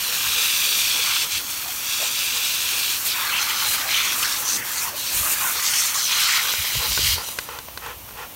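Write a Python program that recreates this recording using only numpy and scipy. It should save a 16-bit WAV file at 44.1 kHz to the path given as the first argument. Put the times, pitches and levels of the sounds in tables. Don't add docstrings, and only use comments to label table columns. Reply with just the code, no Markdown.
import sys
import numpy as np
from scipy import signal
from scipy.fft import rfft, irfft, next_fast_len
from scipy.io import wavfile
from scipy.ndimage import uniform_filter1d, map_coordinates

SR = 44100
rng = np.random.default_rng(int(sys.argv[2]) if len(sys.argv) > 2 else 0)


def dump_mix(stems):
    frames = np.atleast_2d(stems).T
    limited = np.clip(frames, -1, 1)
    pcm = np.round(limited * 32767).astype(np.int16)
    wavfile.write(sys.argv[1], SR, pcm)


N = 368235
T = np.arange(N) / SR

# [f/Hz, level/dB]
TOWN_COLOUR = [(20, -7), (40, -3), (70, 2.5), (140, 2), (200, -0.5), (300, -2.5), (400, -4), (520, 0),
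               (700, -1), (1000, 2), (1700, -6.5), (2800, -2.5), (5000, -13), (9000, -16.5)]
TOWN_DB = -42.5
# [f/Hz, level/dB]
NOZZLE_COLOUR = [(1500, -13), (3000, -10), (6200, -5), (7800, -10), (9500, -4), (11000, -4.5), (12700, -1),
                 (14000, -1), (15500, -1.5)]
NOZZLE_DB = -38.5
# [middle t/s, length/s, level/dB]
AIR_PUFFS = [(0.278, 0.092, -42), (1.358, 0.072, -45), (5.199, 0.17, -38), (6.607, 0.08, -37.5),
             (6.775, .11, -31.5), (6.905, 0.11, -33), (7.087, 0.31, -31.5), (7.948, 1, -49)]
# [f/Hz, level/dB]
PUFF_COLOUR = [(20, -22), (45, -2), (72, 4), (120, -7), (200, -18.5), (500, -57)]
# [t/s, peak level/dB, f/Hz]
BODY_BUMPS = [(1.37, -39, 250), (4.407, -41, 380), (4.53, -32.5, 228), (4.871, -37, 280), (5.08, -40, 210)]
# [middle t/s, length/s, level/dB, mouth opening 0-1]
DOG_PANTS = [(0.102, 0.17, -34, .1), (0.394, 0.15, -33, 0.2), (0.706, 0.25, -35, 0),
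             (0.97, 0.14, -31.5, 0.5), (1.243, 0.091, -32, 0.2), (1.66, .12, -47, .7),
             (2.047, 0.18, -37, 0.8), (2.375, 0.16, -34.5, 0.57), (2.766, 0.2, -37.5, 0.6),
             (4.426, 0.18, -35, 1), (5.564, .12, -33, 0.2), (6.48, 0.14, -29.5, 0), (6.836, 0.12, -28, 0.8),
             (7.204, 0.14, -30.5, 0.57), (7.537, 0.19, -31, 0.47), (7.874, 0.18, -31.5, 0.77),
             (8.213, .15, -31.5, 0.68)]
# [f/Hz, relative width/Hz, level/dB]
THROAT_RESONANCES = [(485, 92, -6), (886, 79, 0), (1018, 190, 1), (1344, 146, 1.5), (1840, 270, -3.5),
                     (2620, 320, -11), (2980, 1050, -9), (4400, 2500, -16.5)]
THROAT_WIDENING = 1.35
# [t/s, peak level/dB, f/Hz, snap level/dB]
EAR_SLAPS = [(6.538, -16, 1400, -14), (6.645, -19, 1000, -8), (6.753, -18, 800, -4), (6.9762, -8, 1700, -6),
             (6.991, -19, 300, -10), (7.181, -18, 1000, -12), (7.288, -21, 900, -8), (7.3877, -7, 1800, -7),
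             (7.4892, -17.5, 1070, -12), (7.5879, -15, 1350, -4), (7.685, -22.5, 860, -14),
             (7.775, -15.5, 1520, -4), (7.863, -19.5, 1300, -5), (8.089, -27, 1270, -14),
             (8.109, -27, 1000, -18)]
# [t/s, relative peak level/dB, f/Hz]
BIG_DROPS = [(1.924, -10, 4740), (2.191, -5, 6170), (4.2288, -7.5, 6270), (5.6017, -9, 6190),
             (5.9459, -11, 4040), (6.1106, -9, 4520), (6.5076, -22, 2310), (6.9202, -3.5, 4030)]
# [middle t/s, length/s, f/Hz, relative level/dB]
# the row at 7.032 s is a broad bright band of spray noise near 4.7 kHz
SPRAY_BURSTS = [(1.67, 0.099, 745, -43), (2.024, 0.084, 630, -39.5), (3.2, 0.14, 1200, -41),
                (3.361, .13, 2770, -24), (3.854, 0.19, 745, -40.5), (3.98, 0.31, 2250, -29),
                (3.977, 0.2, 3250, -26.5), (4.233, 0.024, 2740, -23.5), (4.26, 0.083, 1550, -30),
                (4.612, 0.14, 1930, -35), (4.852, 0.065, 980, -36), (4.935, 0.064, 620, -41.5),
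                (5.253, 0.082, 1160, -33.5), (5.262, .13, 660, -44), (5.44, .081, 1020, -32.5),
                (5.702, 0.58, 2030, -37), (5.96, 0.03, 1160, -29.5), (6.247, 0.44, 1450, -34),
                (6.342, 0.21, 2040, -25.5), (6.652, 0.44, 2100, -36.5), (7.032, 0.51, 4670, -28.5),
                (7.073, 0.22, 2030, -35)]
BURST_WIDTH = 0.28

MIST_COLOUR = [(600, -34), (1050, -4.5), (2500, -9), (4500, -21), (5000, -3.5), (6000, -3), (8000, -3),
               (9500, -2.5), (12000, -0.5), (13000, 0.5), (15500, -0.5)]
SIZZLE_COLOUR = [(3000, -28.5), (4400, -3.5), (4950, -6.5), (6000, 0), (6800, -3), (7600, -6), (8600, -7),
                 (10000, -14), (14000, -27)]
DRUMMING_COLOUR = [(700, -31.5), (1500, -14), (2000, -10), (2450, -0.5), (3000, 0), (3450, 1), (4200, 0),
                   (4950, -0.5), (7000, -15.5), (12000, -41)]
SPLASH_COLOUR = [(300, -34), (560, -16), (700, -13.5), (880, -7.5), (1200, -1), (1450, 1), (1900, -1),
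                 (2600, 0.5), (5000, -34.5)]
FAN_COLOUR = [(1000, -13), (2500, -4), (4900, -8.5), (6400, -1), (7100, 0.5), (7700, -2), (8700, 1.5),
              (9600, 1), (11000, 0), (13000, 1), (15500, -2)]
# [t/s, level/dB]
MIST_LEVELS = [(0, -26), (.7, -24), (1.1, -26.5), (1.35, -28.5), (2, -27.5), (3, -25), (3.3, -27.5),
               (3.8, -27.5), (4.1, -26.5), (5, -28), (5.65, -26.5), (6.15, -27.5), (6.6, -25.5),
               (7.14, -25.5), (7.19, -39)]
# [t/s, length/s, attack/s, relative drumming level/dB, sizzle relative to that/dB]
COAT_HITS = [(-.2, 1.43, 0.62, -22.5, -6.5), (1.271, 0.11, .07, -24, -6.5), (1.79, 0.29, 0.14, -26.5, -3),
             (1.972, 0.99, 0.22, -25.5, -6), (3.046, 0.081, 0.037, -21.5, -17),
             (3.13, 0.19, 0.022, -27, -16), (3.353, 0.46, 0.017, -24.5, -9.5),
             (3.864, 0.278, 0.033, -23, -8), (4.155, 0.22, .06, -26.5, -1), (4.437, .125, 0.048, -31, 9),
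             (4.67, 0.15, 0.12, -33.5, 5.5), (4.947, 0.25, 0.099, -31, -2), (5.3, 0.37, .02, -50, -4),
             (5.488, 0.411, 0.17, -25.5, 3), (5.933, 0.14, 0.017, -27, 2.5), (6.061, 0.31, .06, -19, -7.5),
             (6.352, .2, .02, -23, -10), (6.552, 0.31, .02, -26.5, -18), (6.716, 0.43, 0.31, -21, -7.5),
             (7.205, 0.089, .08, -29.5, 0.5)]
# [t/s, length/s, attack/s, relative level/dB]
MUZZLE_FANS = [(3.04, 0.035, 0.024, -23.5), (3.58, 0.17, .13, -26), (4.1, 0.13, 0.082, -28.5),
               (4.37, .04, 0.022, -28), (4.78, 0.06, 0.059, -28.5), (5.11, 0.23, .04, -24.5),
               (5.33, 0.2, 0.097, -26), (6.76, 0.35, 0.41, -31.5), (7.26, 0.18, .06, -31)]
# [t/s, length/s, attack/s, relative level/dB]
JET_BITES = [(-.1, 0.56, 0.23, -35.5), (1, .17, 0.067, -31.5), (3.13, 0.54, 0.016, -27.5),
             (3.7, .66, 0.017, -30.5), (4.38, 0.58, 0.1, -34), (5.22, 0.088, 0.029, -32),
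             (5.29, 0.23, 0.094, -29), (5.54, 0.475, 0.013, -31.5), (6.09, 0.41, 0.016, -28.5)]
RELEASE_S = 0.019
GRASS_SIZZLE_DB, GRASS_DRUM_DB, GRASS_SPLASH_DB = -36, -32, -39.5
# [t/s, flutter of the bands/dB]
TWIST_FLUTTER = [(0, 1.2), (2.9, 1.4), (3.3, 2.2), (4.2, 2.6), (4.7, 3.2), (5.4, 3.0), (6.3, 2.2),
                 (7.2, 1.8)]
WOBBLE, WOBBLE_PER_S = 0.27, 31
# [f/Hz, width/Hz, level relative to the drumming contacts/dB]
FLANK_HOLLOWS = [(1643, 240, -21.5), (2427, 91, -15.5), (2650, 390, -10.5), (3390, 260, -10.5),
                 (3800, 150, -16.5), (4750, 260, -14), (5960, 330, -17), (8350, 670, -14.5)]
MOVES_S = 2.95
# [t/s, lag/ms, strength 0-1 before the echo's colour]
GROUND_BOUNCE = [(0, 0.74, 0.4), (1.2, 1, 0.26), (3, 0.75, 0.25), (3.35, 1, 0.35), (3.92, 1.05, 0.26),
                 (4.45, 0.68, 0.05), (5.15, 0.77, 0.06), (5.4, 0.865, 0.3), (5.8, 0.99, 0.18),
                 (6.4, 1.04, 0.25), (7.15, 1.05, .55)]
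# [middle t/s, length/s, change of level/dB]
SPRAY_DIPS = [(1.454, 0.11, -2), (4.625, 0.073, -5), (4.697, 0.07, 0.5), (4.931, 0.088, -7.5)]
DRIFT_S, DRIFT_DB_PER_S = 7.115, -33
TOP_HZ = 15750


def undb(db):
    return 10 ** (np.asarray(db) / 20)


def unit(x):
    return x / np.sqrt(np.mean(x ** 2) + 1e-18)


def curves(table):
    s, *columns = np.transpose(table)
    return [np.interp(T, s, c) for c in columns]


def colour(x, points):
    hz, db = np.transpose(points)
    size = 4096
    grid = np.maximum(np.arange(size // 2 + 1) * SR / size, 1)
    shape_db = np.interp(np.log(grid), np.log(hz), db)
    cepstrum = irfft(np.log(undb(shape_db)))
    cepstrum[1:size // 2] *= 2
    cepstrum[size // 2 + 1:] = 0
    response = irfft(np.exp(rfft(cepstrum)))
    return signal.oaconvolve(x, response)[:len(x)]


def ring(x, hz, width):
    return signal.lfilter(*signal.iirpeak(hz, hz / min(width, SR / 4), fs=SR), x)


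def ring_twice(x, hz, width):
    return ring(ring(x, hz, width), hz, width)


def walk(rate):
    knots = rng.standard_normal(4096)
    return 1.2 * np.interp(T * rate, np.arange(len(knots)), knots)


def swell(length):
    return signal.windows.tukey(max(int(length * SR), 8), 0.8)


def add(out, s, x):
    i = int(np.clip(s * SR, 0, N))
    out[i:i + len(x)] += x[:N - i]


def impacts(rate, spread_db):
    lands = rng.random(N) < rate / SR
    size = undb(spread_db * np.minimum(rng.exponential(size=N), 5))
    return unit(lands * size * rng.choice([-1, 1], N))


def bubbles(low_hz, high_hz, cycles, spread_db, count):
    when, pitch, size = rng.random((count, 3)).T[:, :, None]
    age = np.arange(400)
    turns = low_hz * (high_hz / low_hz) ** pitch * age / SR
    decay = np.exp(-np.log(100) * turns / cycles)
    wave = np.sin(2 * np.pi * turns * (1 + 0.0055 * turns)) * decay
    wave *= undb(-spread_db * np.log(0.01 + size))
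    places = (when * N + age).astype(int)
    return unit(np.bincount(places.ravel(), wave.ravel(), N)[:N])


def town():
    far = unit(colour(rng.standard_normal(N), TOWN_COLOUR)) * undb(TOWN_DB + walk(1.96))
    drone = unit(ring_twice(rng.standard_normal(N), 73, 47)) * undb(-58)
    return far + drone


def nozzle():
    hiss = unit(colour(impacts(16000, 2.8), NOZZLE_COLOUR)) * undb(NOZZLE_DB + 0.5 * walk(6.4))
    thuds = unit(ring_twice(impacts(1500, 4.3), 312, 130))
    return hiss + thuds * undb(np.interp(T, [4.6, 5.4], [-56, -63]))


def puffs():
    force = np.zeros(N)
    for s, length, db in AIR_PUFFS:
        add(force, s - length / 2, undb(db) * swell(length))
    rumble = colour(rng.standard_normal(N), PUFF_COLOUR)
    return force * rumble / np.sqrt(uniform_filter1d(rumble ** 2, size=3000) + 1e-12)


def bumps():
    out = np.zeros(N)
    t = T[:SR // 5]
    for s, db, hz in BODY_BUMPS:
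        thud = ring(rng.standard_normal(len(t)), hz, hz) * np.exp(-t / 0.087)
        add(out, s, undb(db) * thud / np.abs(thud).max())
    return out


def panting():
    air, out = rng.standard_normal(N), np.zeros(N)
    bands = []
    for hz, width, db in THROAT_RESONANCES:
        bands.append(undb(db) * ring_twice(air, hz, THROAT_WIDENING * width))
    throat, mouth = bands[0], sum(bands[1:])
    scale = np.std(throat + mouth)
    for s, length, db, opening in DOG_PANTS:
        shape, start = swell(length), max(s - length / 2, 0)
        part = slice(int(start * SR), int(start * SR) + len(shape))
        pant = (throat[part] + opening * mouth[part]) / scale
        add(out, start, undb(db) * pant * shape[:len(pant)])
    return out


def smack(hz, snap_db):
    t = T[:SR // 20]
    body = np.sin(2 * np.pi * hz * t) * np.exp(-1.3 * hz * t)
    snap = np.cos(2 * np.pi * 3800 * t) * np.exp(-t / 0.00019)
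    noise = rng.standard_normal((2, len(t)))
    squelch = unit(ring(noise[0], hz, hz)) * np.exp(-t / 0.0045)
    spatter = unit(ring(noise[1], 4300, 3800)) * np.exp(-t / 0.0025)
    x = body + 0.18 * squelch + undb(snap_db) * (2 * snap + 0.4 * spatter)
    return x / np.abs(x).max()


def shake():
    out = np.zeros(N)
    for s, db, hz, snap_db in EAR_SLAPS:
        slap = undb(db) * smack(hz, snap_db)
        add(out, s, slap)
        add(out, s + 0.00198, 0.6 * slap)
    return out


def drops():
    out = np.zeros(N)
    for s, db, hz in BIG_DROPS:
        add(out, s, undb(db - 4) * smack(hz, -8))
    return out


def gulp(s=4.868, length=0.035, start_hz=1380, end_hz=700, db=-34):
    shape = swell(length)
    phase = 2 * np.pi * np.cumsum(np.geomspace(start_hz, end_hz, len(shape))) / SR
    level = undb(db + 5.4 * walk(410)[:len(shape)])
    out = np.zeros(N)
    add(out, s, level * shape * np.sqrt(2) * np.sin(phase))
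    return out


def spray_bursts():
    out, water = np.zeros(N), impacts(2500, 3.2)
    for s, length, hz, db in SPRAY_BURSTS:
        shape = swell(length)
        piece = water[int(s * SR):][:len(shape)]
        rung = unit(ring_twice(piece, hz, BURST_WIDTH * hz))
        add(out, s - length / 2, undb(db + 1.0) * shape * rung)
    return out


def contacts(rows):
    power = np.zeros(N)
    for s, length, attack, db in rows:
        rise = np.clip((T - s) / max(attack, 1 / SR), 0, 1)
        fall = np.exp(-np.clip((T - s - length) / RELEASE_S, 0, 20))
        power += (undb(db) * rise * fall) ** 2
    return np.sqrt(power)


def flank(force):
    water = impacts(2500, 1.14)
    rung = sum(undb(db) * unit(ring_twice(water, hz, width)) for hz, width, db in FLANK_HOLLOWS)
    return rung * force * np.clip((MOVES_S - T) / RELEASE_S, 0, 1)


def hollows(x, depth_db, rate, count):
    size = next_fast_len(N, True)
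    spectrum = rfft(x, size)
    hz = np.arange(len(spectrum)) * SR / size
    centres = np.geomspace(500, 9000, count)
    out = np.zeros(N)
    for share in np.eye(count):
        band = irfft(spectrum * np.interp(hz, centres, share), size)[:N]
        out += band * undb(depth_db * np.clip(walk(rate), -2, 2))
    return out * undb(-depth_db ** 2 * np.log(10) / 20)


def ground_echo(x):
    lag_ms, strength = curves(GROUND_BOUNCE)
    late = map_coordinates(x, [np.arange(N) - lag_ms * SR / 1000], order=3)
    late = colour(late, [(500, -14.5), (4000, -0.5), (7000, -2.5), (12000, 24)])
    return x + np.clip(strength, 0, 1) * late


def reach():
    db = DRIFT_DB_PER_S * np.maximum(T - DRIFT_S, 0)
    for s, length, change_db in SPRAY_DIPS:
        add(db, s - length / 2, change_db * swell(length))
    return undb(db)


def jet():
    slugs = walk(70)
    mist_db, = curves(MIST_LEVELS)
    mist = unit(colour(impacts(14000, 2.9), MIST_COLOUR)) * undb(mist_db + 0.49 * slugs)

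    big = contacts([(s, length, attack, db) for s, length, attack, db, fine_db in COAT_HITS])
    small = contacts([(s, length, attack, db + fine_db) for s, length, attack, db, fine_db in COAT_HITS])
    sizzle = unit(colour(impacts(9000, 2.74), SIZZLE_COLOUR))
    sizzle *= np.hypot(undb(GRASS_SIZZLE_DB), small) * undb(0.85 * slugs)
    drumming = unit(colour(impacts(4500, 1.8), DRUMMING_COLOUR))
    drumming *= np.hypot(undb(GRASS_DRUM_DB), big) * undb(-2.1 + 0.38 * slugs + 0.64 * walk(220))

    froth = bubbles(747, 3094, cycles=20.4, spread_db=-1.0, count=7000) + 1.77 * impacts(3000, 1.6)
    splash = unit(colour(froth, SPLASH_COLOUR))
    splash *= np.hypot(undb(GRASS_SPLASH_DB), contacts(JET_BITES)) * undb(-1.5 + 0.34 * slugs)

    flutter_db, = curves(TWIST_FLUTTER)
    landing = hollows(sizzle + drumming + splash, flutter_db, rate=24, count=30)
    fans = unit(colour(impacts(13000, 2.7), FAN_COLOUR))
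    fans *= contacts(MUZZLE_FANS) * undb(3.5 + 0.44 * slugs)
    wobble = undb(WOBBLE * flutter_db * walk(WOBBLE_PER_S))
    wobbling = wobble * (fans + ground_echo(landing))
    return (mist + wobbling + flank(big)) * reach()


def scene():
    background = town() + nozzle() + puffs()
    dogs = bumps() + panting() + shake()
    water = drops() + gulp() + spray_bursts() + jet()
    mono = background + dogs + water
    return np.array([mono, mono])


def record(dry):
    x = signal.sosfilt(signal.butter(3, 34, "highpass", fs=SR, output="sos"), dry)
    x = x - 0.46 * ring(x, 4950, 380)
    x = x - 0.5 * ring(x, 10400, 750)
    return signal.sosfilt(signal.ellip(12, 0.1, 85, TOP_HZ, fs=SR, output="sos"), x)


dry = scene()
out = record(dry)
dump_mix(out)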